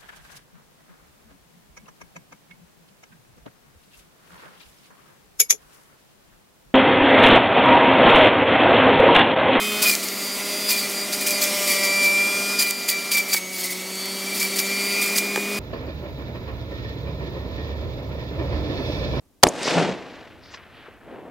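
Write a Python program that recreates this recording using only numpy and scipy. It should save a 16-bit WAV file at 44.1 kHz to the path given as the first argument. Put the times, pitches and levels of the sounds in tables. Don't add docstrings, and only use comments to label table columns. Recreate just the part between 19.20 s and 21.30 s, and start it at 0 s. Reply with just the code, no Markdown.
import sys
import numpy as np
from scipy import signal
from scipy.fft import rfft, irfft
from scipy.io import wavfile
from scipy.ndimage import uniform_filter1d

SR = 44100
rng = np.random.default_rng(int(sys.argv[2]) if len(sys.argv) > 2 else 0)


def master(y):
    cut = np.clip(np.atleast_2d(y).T, -1, 1)
    pcm = np.round(cut * 32767)
    wavfile.write(sys.argv[1], SR, pcm.astype(np.int16))


def level_to_linear(level):
    exponent = np.asarray(level, float) / 20
    return 10 ** exponent


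N = 92610
BLAST_S = .2324


def evened(x):
    return x / np.sqrt(np.mean(x ** 2) + 1e-20)


def read(points, hz):
    f, value = np.transpose(points)
    return np.interp(np.log(hz + 1), np.log(f + 1), value)


def add(mix, s, sound):
    part = mix[..., round(s * SR):][..., :sound.shape[-1]]
    part += sound[..., :part.shape[-1]]


def resonate(x, hz, wide_hz):
    turn = np.exp(2j * np.pi * np.cumsum(hz * np.ones(x.shape[-1])) / SR)
    r = np.exp(-np.pi * wide_hz / SR)
    return 2 * (turn * signal.lfilter([1 - r], [1, -r], x / turn)).real


def resonate_twice(x, hz, wide_hz):
    return resonate(resonate(x, hz, wide_hz), hz, wide_hz)


def colour(x, points):
    log_gain = np.log(level_to_linear(read(points, abs(np.fft.fftfreq(8192, 1 / SR)))))
    taps = np.fft.ifft(np.exp(log_gain - 1j * signal.hilbert(log_gain).imag)).real[:2048]
    taps = taps.reshape((1,) * (x.ndim - 1) + (-1,))
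    return signal.oaconvolve(x, taps, axes=-1)[..., :x.shape[-1]]


def low_cut(x, order, hz):
    return signal.sosfilt(signal.butter(order, hz, "high", fs=SR, output="sos"), x)


def travel(x):
    hz, t, z = signal.stft(x, SR, nperseg=256, noverlap=192)
    loss_db_per_s = 17 * (hz[:, None] / 5000) ** 1.4
    loss_db = loss_db_per_s * np.maximum(t - BLAST_S, 0)
    return signal.istft(z * level_to_linear(-np.minimum(loss_db, 90)), SR, nperseg=256, noverlap=192)[1][..., :N]


def slap(db, hz, cycles):
    u = np.arange(0, cycles, abs(hz) / SR)
    swell = np.sin(np.pi * (u / cycles) ** .5) ** 0.6
    return -np.sign(hz) * level_to_linear(db) * np.sin(2 * np.pi * u) * swell


def clack(db, hz, wide_hz, t60, noise):
    t = np.arange(noise.shape[-1]) / SR
    band = evened(resonate_twice(noise, hz, wide_hz))
    return band * np.minimum(t / 0.0004, 1) * level_to_linear(db - 60 * t / t60)


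def fizz(length_s, db, hz, wide_hz, noise):
    u = np.arange(0, 1, 1 / (length_s * SR))
    band = evened(resonate_twice(noise, hz, wide_hz))[:, :len(u)]
    return band * level_to_linear(db) * np.sin(np.pi * u[:band.shape[1]] ** 0.75) ** 2


# (frequency [Hz], level [dB per Hz])
AIR = [(20, -6.5), (70, -4), (130, -13.5), (250, -9), (700, -20.5), (1900, -30), (7500, -32), (15500, -34)]
# (frequency [Hz], left-right likeness [-1 to 1])
SAME = [(60, 0.55), (240, 0.74), (950, 0.5), (3770, 0.28), (15000, 0.62)]


def breeze():
    z = rfft(rng.standard_normal((2, N)))
    hz = np.fft.rfftfreq(N, 1 / SR)
    same = np.clip(read(SAME, hz), -1, 1)
    right = same * z[0] + np.sqrt(1 - same ** 2) * z[1]
    z = np.array([z[0], right]) * level_to_linear(read(AIR, hz)) * (hz > 18)
    return level_to_linear(-60) * evened(irfft(z, N))


def rumble():
    db, hz, wide_hz, t60 = -56, 83, 40, 49
    after = np.maximum(np.arange(N) / SR - BLAST_S, 0)
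    roll = evened(resonate(rng.standard_normal((2, N)), hz, wide_hz))
    return roll * level_to_linear(db - 60 * after / t60) * (after > 0)


def scatter(per_s, spread_db):
    hit = (rng.random((2, N)) < per_s / SR) * rng.choice([-1., 1.], (2, N))
    return hit * level_to_linear(spread_db * np.minimum(rng.exponential(1, (2, N)), 3))


def level(x, lo_hz, hi_hz):
    band = signal.sosfiltfilt(signal.butter(3, [lo_hz, hi_hz], "band", fs=SR, output="sos"), x)
    power = uniform_filter1d(uniform_filter1d(band ** 2, 6000), 6000)
    return np.sqrt(abs(power) + 1e-20)


def clumps():
    span = round(.006 * SR)
    swell = uniform_filter1d(uniform_filter1d(rng.standard_normal(N), span), span)
    return level_to_linear(1.3 * evened(swell))


# (time [s], boom level [dB], crack beside the boom [dB], big faces beside the boom [dB])
LAND = [(.3, -53, 5, -6), (0.331, -35, -11, -3.5), (.44, -32.5, -2, -7), (.475, -28, -0.5, -2),
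        (.534, -25, -5.5, 0.5), (.578, -20.5, -8.5, 2), (.65, -26.5, -6.5, 10), (0.714, -31, -8, 12.5),
        (.76, -36.5, -10, -0.5), (.88, -43, -4.5, 5), (1.03, -48, -3.5, 7), (1.21, -53.5, -4.5, -2),
        (1.361, -55.5, 3, 5), (1.5, -56, 0, 2), (1.659, -53.5, 1.5, -7), (1.788, -56.5, -3, -1.5),
        (1.93, -42, -12, -2), (2.1, -43.5, -14.5, -3)]
# (frequency [Hz], level [dB])
BOOM = [(40, -37.5), (90, -17.5), (140, -9.5), (300, 0), (700, -2.5), (1100, -12), (3000, -32),
        (12000, -62.5)]
# (frequency [Hz], level [dB])
CRACK = [(300, -36.5), (900, -3), (1600, 3), (3000, 2), (5200, -2), (8000, -4), (12000, -16),
         (15000, -32.5)]


def echoes():
    t, (s, boom_db, crack_db, face_db) = np.arange(N) / SR, np.transpose(LAND)
    land_db = np.interp(t, s, boom_db)
    after = np.maximum(t - BLAST_S - 0.0074, 0)
    near = level_to_linear(-20 - 60 * after / .3) * (after > 0)
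    far = level_to_linear(land_db) * np.clip(after / 0.0728, 0, 1) ** 2
    boom = travel(colour(scatter(2300, 2.5), BOOM))
    crack = travel(colour(scatter(9000, 3.5), CRACK))
    face_hz, face_wide_hz = 171, 58.54
    face = resonate(rng.standard_normal((2, N)), face_hz, face_wide_hz)
    face = resonate(face, face_hz, face_wide_hz * 2)
    crack_far = far * clumps() * level_to_linear(np.interp(t, s, crack_db))
    out = boom / level(boom[0], 250, 900) * np.hypot(near, far)
    out += crack / level(crack[0], 1500, 3500) * np.hypot(near * level_to_linear(-18), crack_far)
    out += evened(face) * far * level_to_linear(-16 + np.interp(t, s, face_db) + .2 * (land_db + 30))
    return out


# (time [s], length [s], level [dB], centre [Hz], width [Hz])
SCRUB = [
    (.41, .15, -26, 5000, 2200),
    (0.895, 0.126, -53.5, 4500, 2480),
    (1.194, 0.22, -38, 4980, 2000),
    (1.3, .09, -27, 6800, 3000),
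    (1.84, .27, -44, 487, 248),
    (1.49, .24, -40, 3200, 3000),
]


def scrub():
    out = np.zeros((2, N))
    for s, *row in SCRUB:
        add(out, s, fizz(*row, rng.standard_normal((2, 12000))))
    return out


# (time [s], peak level [dB], pitch [Hz], length [cycles])
SLAPS = [(.4772, -14, 1200, 2), (.5155, -29, 600, 2.46), (.5465, -17, 600, 1.06), (.5815, -7, 500, 1.2),
         (.552, -18.5, 167, 14.7), (.563, -15, 317, 2.5), (.6125, -11.5, 520, 1.9),
         (.6225, -12.5, 480, 1.6), (.6, -17.5, 500, 2.3), (.6895, -12.5, 470, 1.2), (.685, -27, 176.3, 7.3),
         (1.682, -36.5, 440, 4)]


def slaps():
    out = np.zeros((2, N))
    for s, *row in SLAPS:
        add(out, s, slap(*row) * np.array([[1], [.3]]))
    return out


# (time [s], level [dB], centre [Hz], width [Hz], t60 [s])
CLACKS = [(0.2681, -25, 9200, 3000, .06), (0.2682, -15, 2200, 2000, .015), (0.2719, -26, 4830, 1500, 0.033),
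          (.287, -19, 6500, 1590, 0.019), (.2885, -25.5, 8500, 4000, 0.027), (.4307, -17, 7900, 1800, .015),
          (.4307, -20, 4200, 2500, 0.01), (0.471, -24, 2000, 2000, 0.027), (1.338, -27, 2200, 2030, 0.049),
          (1.3452, -25, 2830, 4030, .035), (1.342, -21, 5240, 2000, 0.084),
          (1.236, -30.5, 4900, 1200, 0.042), (1.2573, -33, 4200, 3500, 0.043),
          (1.372, -35, 2500, 3000, 0.099), (1.405, -44, 1200, 1480, .05), (0.5782, -21, 1470, 900, 0.058),
          (1.665, -37.5, 1200, 1198, .05)]


def clacks():
    out = np.zeros((2, N))
    for s, *row in CLACKS:
        add(out, s, clack(*row, rng.standard_normal((2, 4000))))
    return out


# (time [s], peak level [dB], pitch [Hz], length [cycles])
THUMPS = [
    (.268, -2.3, 600, .92),
    (.2707, -11, 400, 1.1),
    (.262, -21, 310, 6),
    (.2815, -12, 620, 1.6),
]


def thumps():
    out = np.zeros(N)
    for s, *row in THUMPS:
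        add(out, s, slap(*row))
    return out


# (time [s], peak level [dB], pitch [Hz], length [cycles])
PUSHES = [
    (.2323, 1.5, -950, 1.4),
    (.2386, 3, 690, 2.05),
    (.2325, -14.5, -120, 1.4),
    (.2345, -11, 310, 2.5),
    (.233, -16, 200, 2),
]


def shot():
    out = np.zeros((2, N))
    tick_noise = rng.standard_normal(round(.0045 * SR))
    add(out, .228, clack(-21.5, 4200, 5000, .03, tick_noise))

    u = np.arange(0, 1.5, 1 / (.0077 * SR))
    z = rng.standard_normal((3, len(u)))
    gas_db, body_db = 12.5, 3
    gas_hz = 6300 + (1400 - 6300) * np.clip(2 * u - .7, 0, 1)
    gas = evened(resonate(z[0] + 1.3 * z[1:], gas_hz, 2200))
    body = evened(resonate(z[0] + 0.64 * z[1:], 1280, 700))
    roar = level_to_linear(gas_db) * (gas + level_to_linear(body_db - gas_db) * body)
    tail = 0.072 * (1.5 - u) * np.minimum(3 * u, 1)
    add(out, BLAST_S, roar * (np.sin(np.pi * np.minimum(u, 1)) ** 2.3 + tail))
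    for s, *row in PUSHES:
        add(out, s, slap(*row))
    return out


# (frequency [Hz], gain [dB])
APART = [(100, 10.5), (700, -5.5), (3000, -0.5), (8000, 4.5), (14000, 0.5)]


def scene():
    returns = echoes() + slaps() + travel(clacks() + scrub())
    pair = low_cut(returns, 4, 121) + rumble()
    t = np.arange(N) / SR
    mid = pair[0] + thumps()
    lag_samples = .6 * t
    side = colour(pair[1], APART) * level_to_linear(-13) - .5 * lag_samples * np.gradient(mid)
    balance_db = 0.17 + 0.44 * t
    lean = level_to_linear(np.array([[.5], [-.5]]) * balance_db)
    return np.array([mid + side, mid - side]) * lean + shot() + breeze()


def band_limit(x):
    return signal.sosfilt(signal.butter(12, 15630, fs=SR, output="sos"), x)


def record(dry):
    ceiling = level_to_linear(-.3)
    clipped = low_cut(np.clip(dry, -ceiling, ceiling), 1, 30)
    edges = clipped - signal.sosfilt(signal.butter(2, 12500, fs=SR, output="sos"), clipped)
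    loud = np.clip(uniform_filter1d(abs(dry), 200) * 2, 0, 1)
    mix = np.clip(clipped - loud * edges, -1, 1)
    return band_limit(mix)


dry = scene()
out = record(dry)
master(out)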